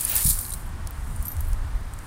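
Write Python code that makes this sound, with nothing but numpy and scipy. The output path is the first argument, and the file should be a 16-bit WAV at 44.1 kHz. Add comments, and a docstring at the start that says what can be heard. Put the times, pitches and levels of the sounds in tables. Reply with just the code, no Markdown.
"""Dry dirt and grit slide out of a tilted plastic sieve tub and patter on the ground, with a low thump;
as the tub is swung level, the last pebbles tick and ping across its floor, over low rumble and a faint rush.
Grit, dust, dirt and clods are coloured trains of random impacts; pebbles and stray grit are decaying sines.
Ticks are noise bursts through resonances, the flexing tub is a set of low modes, its shudder one low tone.
Handling jolts are single low pulses; air on the close microphone, rubbing and the outdoors are coloured noise."""
import sys
import numpy as np
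from scipy import signal
from scipy.fft import rfft, irfft, next_fast_len
from scipy.io import wavfile
from scipy.ndimage import uniform_filter1d, map_coordinates

SR = 44100
rng = np.random.default_rng(int(sys.argv[2]) if len(sys.argv) > 2 else 0)


def pcm_store(signal):
    """Save signal as 16-bit PCM."""
    levels = np.round(np.clip(np.atleast_2d(signal), -1, 1) * 32767)
    wavfile.write(sys.argv[1], SR, levels.astype(np.int16).T)


N = 91242  # length in samples

# Flow of grit over the plastic. Each row: time in seconds, level in dB.
SLIDE_LEVEL = [(0, -31.5), (.035, -31), (.13, -30), (.175, -23.5), (.22, -27), (.27, -20.5), (.31, -21.5),
               (.35, -31.5), (.42, -35.5), (.5, -40), (.55, -42), (.6, -50), (.72, -80)]
# Colour of the grit on the plastic. Each row: frequency in Hz, gain in dB.
GRIT_COLOUR = [(880, -59), (1500, -28), (1710, -16), (2040, -30), (2370, -17), (2590, -28.5), (3920, -11),
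               (5170, -9.5), (6060, -11), (9650, 3.5), (11500, -6), (13300, 2), (16000, -11)]
GRIT_PER_S, GRIT_SPREAD_DB = 7700, 2.5  # impacts per second, mean boost of an impact before the cap
GRIT_CLUMP_DB, GRIT_PATCHY_DB = 1, 1  # depth of fast level clumps, depth of patches in the spectrum
GRIT_WANDER = 0.037  # share by which the pitch of the grit drifts

# Fine dust trickling over the plastic. Each row: time in seconds, level in dB.
DUST_LEVEL = [(.5, -60), (.62, -53), (.75, -57.5), (.88, -57), (1.08, -50.5), (1.3, -50.5), (1.55, -56),
              (1.85, -58.5), (2.06, -53.5)]
# Colour of the dust. Each row: frequency in Hz, gain in dB.
DUST_COLOUR = [(2500, -34), (5500, -15), (7500, -5.5), (9400, 0.5), (11500, -9.5), (13500, -6.5),
               (16000, -16)]

# Showers of stray grit. Each row: start in seconds, end in seconds, grains per second, typical level in dB.
STRAY_SHOWERS = [(0, 0.328, 240, -25), (0.331, 0.512, 170, -30.5), (0.512, 0.701, 140, -45),
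                 (1.201, 1.52, 550, -45), (1.522, 2.059, 31, -47)]
STRAY_HZ, STRAY_SCATTER = 11100, 0.184  # middle pitch, its log spread
STRAY_T60_S, STRAY_LIFE_SCATTER = 0.0057, 0.45  # middle ring time, its log spread
STRAY_SPREAD_DB, STRAY_CLICK_DB, STRAY_CLICK_T60_S = 2, -1.5, 0.0012

# Dirt landing on the ground. Each row: time in seconds, level in dB.
POUR_LEVEL = [(0, -48.5), (.06, -44), (.11, -37), (.16, -35), (.22, -40), (.29, -75)]
# Colour of dirt on soil. Each row: frequency in Hz, gain in dB.
SOIL_COLOUR = [(200, -5), (450, -6.5), (700, -2.5), (1500, -0.5), (2500, 0.5), (4500, -1.5), (8000, -12),
               (16000, -43)]

# Pebbles that ring. Each row: start in seconds, level in dB, pitch in Hz, t60 in seconds.
PEBBLE_PINGS = [(0.0504, -9, 9930, 0.015), (0.0964, -16, 15550, 0.049), (0.114, -18, 15500, 0.041),
                (0.1205, -26, 14200, .07), (.154, -12, 13800, 0.045), (0.248, -14, 11100, 0.029),
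                (0.263, -19, 13200, 0.03), (.269, -22, 5470, .012), (.289, -10, 9900, 0.024),
                (0.411, -20, 14200, 0.023), (0.452, -30.5, 4170, 0.012), (0.5038, -24, 9200, 0.023),
                (0.5202, -35, 3900, .03), (0.526, -22, 9160, 0.018), (0.5374, -34.5, 3980, 0.028),
                (1.1616, -32, 9220, 0.028), (1.253, -26, 11900, 0.04), (1.269, -25.5, 13000, 0.023),
                (1.2815, -20.5, 13000, 0.057), (1.302, -32, 12980, 0.064), (1.317, -29, 12980, 0.074),
                (1.4071, -21, 11600, 0.0086)]
# Side modes of a pebble. Each row: ratio to the pitch, level in dB.
PEBBLE_SIDE_MODES = [(.81, -20), (.92, -14), (1.08, -26), (1.41, -9)]
SIDE_LIFE, SIDE_SCATTER = 0.6, 0.029  # side-mode t60 as a share of the main one, spread of the ratios
RING_ROUGH, PING_ATTACK_S = 0.47, 0.00016  # phase jitter in radians, onset time
CONTACT_DB, CONTACT_T60_S = -11.5, 0.02
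PLASTIC_HZ, PLASTIC_DB = 5890, -21  # the ring of the tub floor under a pebble

# Dry ticks of stones on the plastic. Each row: start in seconds, level in dB (total energy),
# pitch in Hz, gain of the narrow ring against the broad crack in dB.
STONE_TICKS = [(.0888, -7.5, 11500, -6), (.3045, -4.5, 8700, 8), (.5372, -10, 9300, 14),
               (.873, -11.5, 9500, -29), (0.9085, -15, 11400, -14), (1.2268, -12.5, 11000, -6),
               (1.3676, -18, 9500, 4), (1.4865, -23, 13500, 9), (1.5322, -15.5, 8200, 9),
               (1.937, -16.5, 8500, 23), (1.9895, -20, 7440, -10)]
TICK_Q, TICK_RING_WIDTH_HZ = 2.17, 686  # sharpness of the crack, width of the ring
SCUFF_T60_S, BOUNCE_S, BOUNCE_DB = 0.00095, 0.0033, -14.5  # a stone's contact, and its one bounce

# Small clods that tumble off the tub. Each row: start in seconds, level in dB.
CLOD_FALLS = [(.008, -11.5), (0.162, -8), (0.388, -14.5), (0.518, -24), (0.5366, -19), (1.255, -25.5)]
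# Colour of the clods. Each row: frequency in Hz, gain in dB.
CLOD_SPECTRUM = [(1000, -19), (3000, -18), (4000, -12), (6000, -9), (7000, -5), (8300, 7.5), (10300, 8),
                 (12000, -7), (16000, 1)]
CLOD_ATTACK_S, CLOD_T60_S = 0.0015, 0.024

# The tub wall flexes. Each row: start in seconds, level in dB.
TUB_FLEXES = [(0.253, -18), (0.278, -22.5), (0.308, -28.5)]
# Low modes of the tub. Each row: frequency in Hz, level in dB, t60 in seconds.
TUB_MODES = [(36.8, -2, 0.31), (73.3, 5.5, 0.11), (102, 8, 0.073), (145, 5, 0.059)]
FLEX_ATTACK_S, FLEX_TOP_HZ = 0.0043, 450  # onset time, corner above which the thump is softened

SHUDDER_START_S, SHUDDER_END_S, SHUDDER_RELEASE_S = 1.355, 1.477, 0.04
SHUDDER_HZ, SHUDDER_DB = 82.2, -27.5  # middle pitch and level

# Jolts from handling the tub. Each row: centre in seconds, peak in dB, pitch in Hz.
HANDLING_JOLTS = [(.859, -20.5, 50), (1.204, -19.5, 54.4), (1.538, -13, 30), (1.755, -15, 33.4)]

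# Air buffeting the microphone as the tub swings. Each row: time in seconds, level in dB.
RUMBLE_LEVEL = [(0, -36.5), (.14, -34.5), (.6, -31), (.92, -34.5), (1.05, -28), (1.29, -33), (1.4, -26),
                (1.85, -32)]
# Colour of the buffeting. Each row: frequency in Hz, gain in dB.
RUMBLE_SPECTRUM = [(10, -16.5), (27, 5), (42, -2.5), (65, -3.5), (95, -6.5), (125, -19), (200, -47),
                   (400, -81)]
# Dull rubbing of the glove on the tub. Each row: time in seconds, level in dB.
HANDLING_LEVEL = [(0, -52.5), (.45, -46.5), (.8, -43), (.95, -50.5), (1.1, -40.5), (1.3, -46.5),
                  (2.06, -48.5)]
# Colour of the rubbing. Each row: frequency in Hz, gain in dB.
HANDLING_SPECTRUM = [(60, -12), (120, 4.5), (160, -2), (240, -6), (400, -29.5), (1000, -55)]

# Colour of the outdoor rush. Each row: frequency in Hz, gain in dB.
AIR_COLOUR = [(230, 0.5), (330, -1.5), (480, -5), (750, -1.5), (1100, 0), (1700, -4), (2600, -12.5),
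              (5000, -17.5), (9000, -23.5), (16000, -52)]
AIR_DB = -45.5  # middle level of the rush
TOP_HZ = 15850  # middle of the final treble cut


def amp(db):
    """Decibels to a linear gain."""
    return 10 ** (np.asarray(db) / 20)


def unit(x):
    """x scaled to rms 1."""
    return x / np.sqrt(np.mean(x ** 2) + 1e-20)


def along(points, hz):
    """Values read between (Hz, value) points on a log frequency axis."""
    f, v = np.transpose(points)
    return np.interp(np.log(hz + 1), np.log(f + 1), v)


def curve(rows):
    """One value per sample from (seconds, value) rows."""
    return np.interp(np.arange(N) / SR, *np.transpose(rows))


def wobble(rate):
    """A smooth random curve with the given number of knots a second."""
    return map_coordinates(rng.standard_normal(N // 8), [np.arange(N) * rate / SR + 2])


def filtered(x, response):
    """x shaped by a response of frequency, padded so that tails do not wrap round."""
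    m = next_fast_len(N + SR // 2)
    return irfft(rfft(x, m) * response(np.fft.rfftfreq(m, 1 / SR)), m)[:N]


def coloured(x, spectrum):
    """x filtered by the given colour, at rms 1."""
    return unit(filtered(x, lambda hz: amp(along(spectrum, hz))))


def noise(spectrum):
    """Coloured noise of rms 1."""
    return coloured(rng.standard_normal(N), spectrum)


def since(s):
    """Seconds since s, zero before it."""
    return np.maximum(np.arange(N) / SR - s, 0)


def rise(s, attack_s):
    """A soft onset at s."""
    return 1 - np.exp(-since(s) / attack_s)


def decay(s, t60):
    """An envelope that jumps to 1 at s and falls 60 dB per t60, down to a floor of -240 dB."""
    t = since(s)
    return (t > 0) * amp(-60 * np.minimum(t / t60, 4))


def grains(per_s, spread_db):
    """Random impacts of either sign and uneven, capped size, at rms 1."""
    size = amp(spread_db * np.minimum(rng.exponential(size=N), 3))
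    hits = rng.random(N) < per_s / SR
    return unit(hits * size * rng.choice([-1, 1], N))


def patchy(x, depth_db):
    """x at rms 1, with smoothed random gains over time and frequency."""
    z = signal.stft(x, nperseg=256)[2]
    field = uniform_filter1d(rng.standard_normal(z.shape), size=3, axis=0)
    field = uniform_filter1d(field, size=3, axis=1)
    return unit(signal.istft(z * amp(depth_db * unit(field)), nperseg=256)[1][:N])


def resonance(f, hz, width_hz):
    """A causal resonance with gain 1 at its centre."""
    return 1j * f * width_hz / (hz ** 2 - f ** 2 + 1j * f * width_hz)


def sliding_grit():
    """Clumps of tiny impacts on the plastic; their pitch wanders as coarser and finer grit passes."""
    impacts = coloured(grains(GRIT_PER_S, GRIT_SPREAD_DB), GRIT_COLOUR)
    impacts = patchy(impacts, GRIT_PATCHY_DB)
    # an uneven reading speed bends the pitch
    reading_place = np.cumsum(1 + GRIT_WANDER * wobble(90))
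    impacts = map_coordinates(impacts, [reading_place], mode="mirror")
    clumps = amp(GRIT_CLUMP_DB * wobble(350) + wobble(66.1))
    return amp(curve(SLIDE_LEVEL)) * unit(impacts * clumps)


def dust():
    """A thin, finely grained hiss of equal-sized tiny impacts."""
    return amp(curve(DUST_LEVEL)) * coloured(grains(per_s=6000, spread_db=0), DUST_COLOUR)


def stray_grit():
    """Loose grains hit the plastic at random moments, each with a click and a short ring."""
    out, t = np.zeros(N + SR), np.arange(SR // 25) / SR
    for start, end, per_s, db in STRAY_SHOWERS:
        count = int((end - start) * per_s)
        places = rng.random(count)
        draws = np.clip(rng.standard_normal((count, 3)), -2, 2)
        for place, (pitch, size, life) in zip(places, draws):
            hz = STRAY_HZ * np.exp(STRAY_SCATTER * pitch)
            t60 = STRAY_T60_S * np.exp(STRAY_LIFE_SCATTER * life)
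            envelope = amp(-60 * t / t60) + amp(STRAY_CLICK_DB - 60 * t / STRAY_CLICK_T60_S)
            level = amp(db + STRAY_SPREAD_DB * size)
            first = int((start + place * (end - start)) * SR)
            out[first:first + len(t)] += level * envelope * np.sin(2 * np.pi * hz * t)
    return out[:N]


def falling_dirt():
    """A dull patter of many impacts as the load lands on soil."""
    return amp(curve(POUR_LEVEL)) * coloured(grains(per_s=5000, spread_db=1), SOIL_COLOUR)


def pebbles():
    """Each pebble rings high with a scratchy contact; side modes and plastic die before the main ring."""
    out, contact = np.zeros(N), noise(GRIT_COLOUR)
    jitter = RING_ROUGH * wobble(700)
    for s, db, hz, t60 in PEBBLE_PINGS:
        phase = 2 * np.pi * hz * since(s)
        sides = sum(amp(level) * np.sin(ratio * rng.normal(1, SIDE_SCATTER) * phase)
                    for ratio, level in PEBBLE_SIDE_MODES)
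        plastic = amp(PLASTIC_DB) * np.sin(2 * np.pi * PLASTIC_HZ * since(s) + jitter)
        ring = np.sin(phase + jitter) * decay(s, t60)
        ring += (sides + plastic) * decay(s, SIDE_LIFE * t60)
        scratch = amp(CONTACT_DB) * contact * decay(s, CONTACT_T60_S)
        out += amp(db) * rise(s, PING_ATTACK_S) * (ring + scratch)
    return out


def ticks():
    """Single stones scuff the plastic: a sharp, broad crack, one weak bounce and a very short ring."""
    out = np.zeros(N)
    for s, db, hz, ring_db in STONE_TICKS:
        bounce = amp(BOUNCE_DB) * decay(s + BOUNCE_S, SCUFF_T60_S)
        contact = rng.standard_normal(N) * (decay(s, SCUFF_T60_S) + bounce)

        def body(f):
            """The broad crack plus the narrower ring at the same pitch."""
            return resonance(f, hz, hz / TICK_Q) + amp(ring_db) * resonance(f, hz, TICK_RING_WIDTH_HZ)

        crack = filtered(contact, body)
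        out += amp(db) * crack / np.linalg.norm(crack)
    return out


def clods():
    """Each clod breaks into a short spray of grains."""
    spray = coloured(grains(per_s=8400, spread_db=1.5), CLOD_SPECTRUM)
    bursts = sum(amp(db) * rise(s, CLOD_ATTACK_S) * decay(s, CLOD_T60_S) for s, db in CLOD_FALLS)
    return bursts * spray


def tub_flex():
    """Soft jolts ring the low modes of the tub."""
    out = np.zeros(N)
    for s, db in TUB_FLEXES:
        modes = sum(amp(level) * np.sin(2 * np.pi * hz * since(s)) * decay(s, t60)
                    for hz, level, t60 in TUB_MODES)
        out += amp(db) * rise(s, FLEX_ATTACK_S) * modes
    return filtered(out, lambda hz: 1 / (1 + 1j * hz / FLEX_TOP_HZ) ** 2)


def shudder():
    """The tub shudders at one low, unsteady pitch as it comes level."""
    swell = rise(SHUDDER_START_S, FLEX_ATTACK_S) * (1 - rise(SHUDDER_END_S, SHUDDER_RELEASE_S))
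    level = amp(SHUDDER_DB + 2 * wobble(19.84))
    return level * swell * np.sin(2 * np.pi * SHUDDER_HZ * since(SHUDDER_START_S) + wobble(20))


def jolts():
    """Each bump of the hand on the tub gives one low push with a shallow dip on either side."""
    out = np.zeros(N)
    for s, db, hz in HANDLING_JOLTS:
        u = (np.pi * hz * (np.arange(N) / SR - s)) ** 2
        out += amp(db) * (1 - 2 * u) * np.exp(-u)
    return out


def rumble():
    """Moving air buffets the microphone: low noise that swells and sinks."""
    return amp(curve(RUMBLE_LEVEL)) * noise(RUMBLE_SPECTRUM)


def handling():
    """The glove rubs on the tub: dull low noise."""
    return amp(curve(HANDLING_LEVEL)) * noise(HANDLING_SPECTRUM)


def outdoors():
    """A faint, distant rush of noise whose level barely wavers."""
    return amp(AIR_DB + 0.22 * wobble(4.7)) * noise(AIR_COLOUR)


def scene():
    """All layers summed to one channel."""
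    load = sliding_grit() + dust() + stray_grit() + falling_dirt()
    stones = pebbles() + ticks() + clods()
    tub = tub_flex() + shudder() + jolts()
    background = rumble() + handling() + outdoors()
    return (load + stones + tub + background)[None]


def record(dry):
    """A steep treble cut, 300 Hz wide, leaves nothing above the band limit."""
    return filtered(dry[0], lambda hz: np.clip((TOP_HZ - hz) / 300 + 0.5, 0, 1))[None]


dry = scene()
out = record(dry)
pcm_store(out)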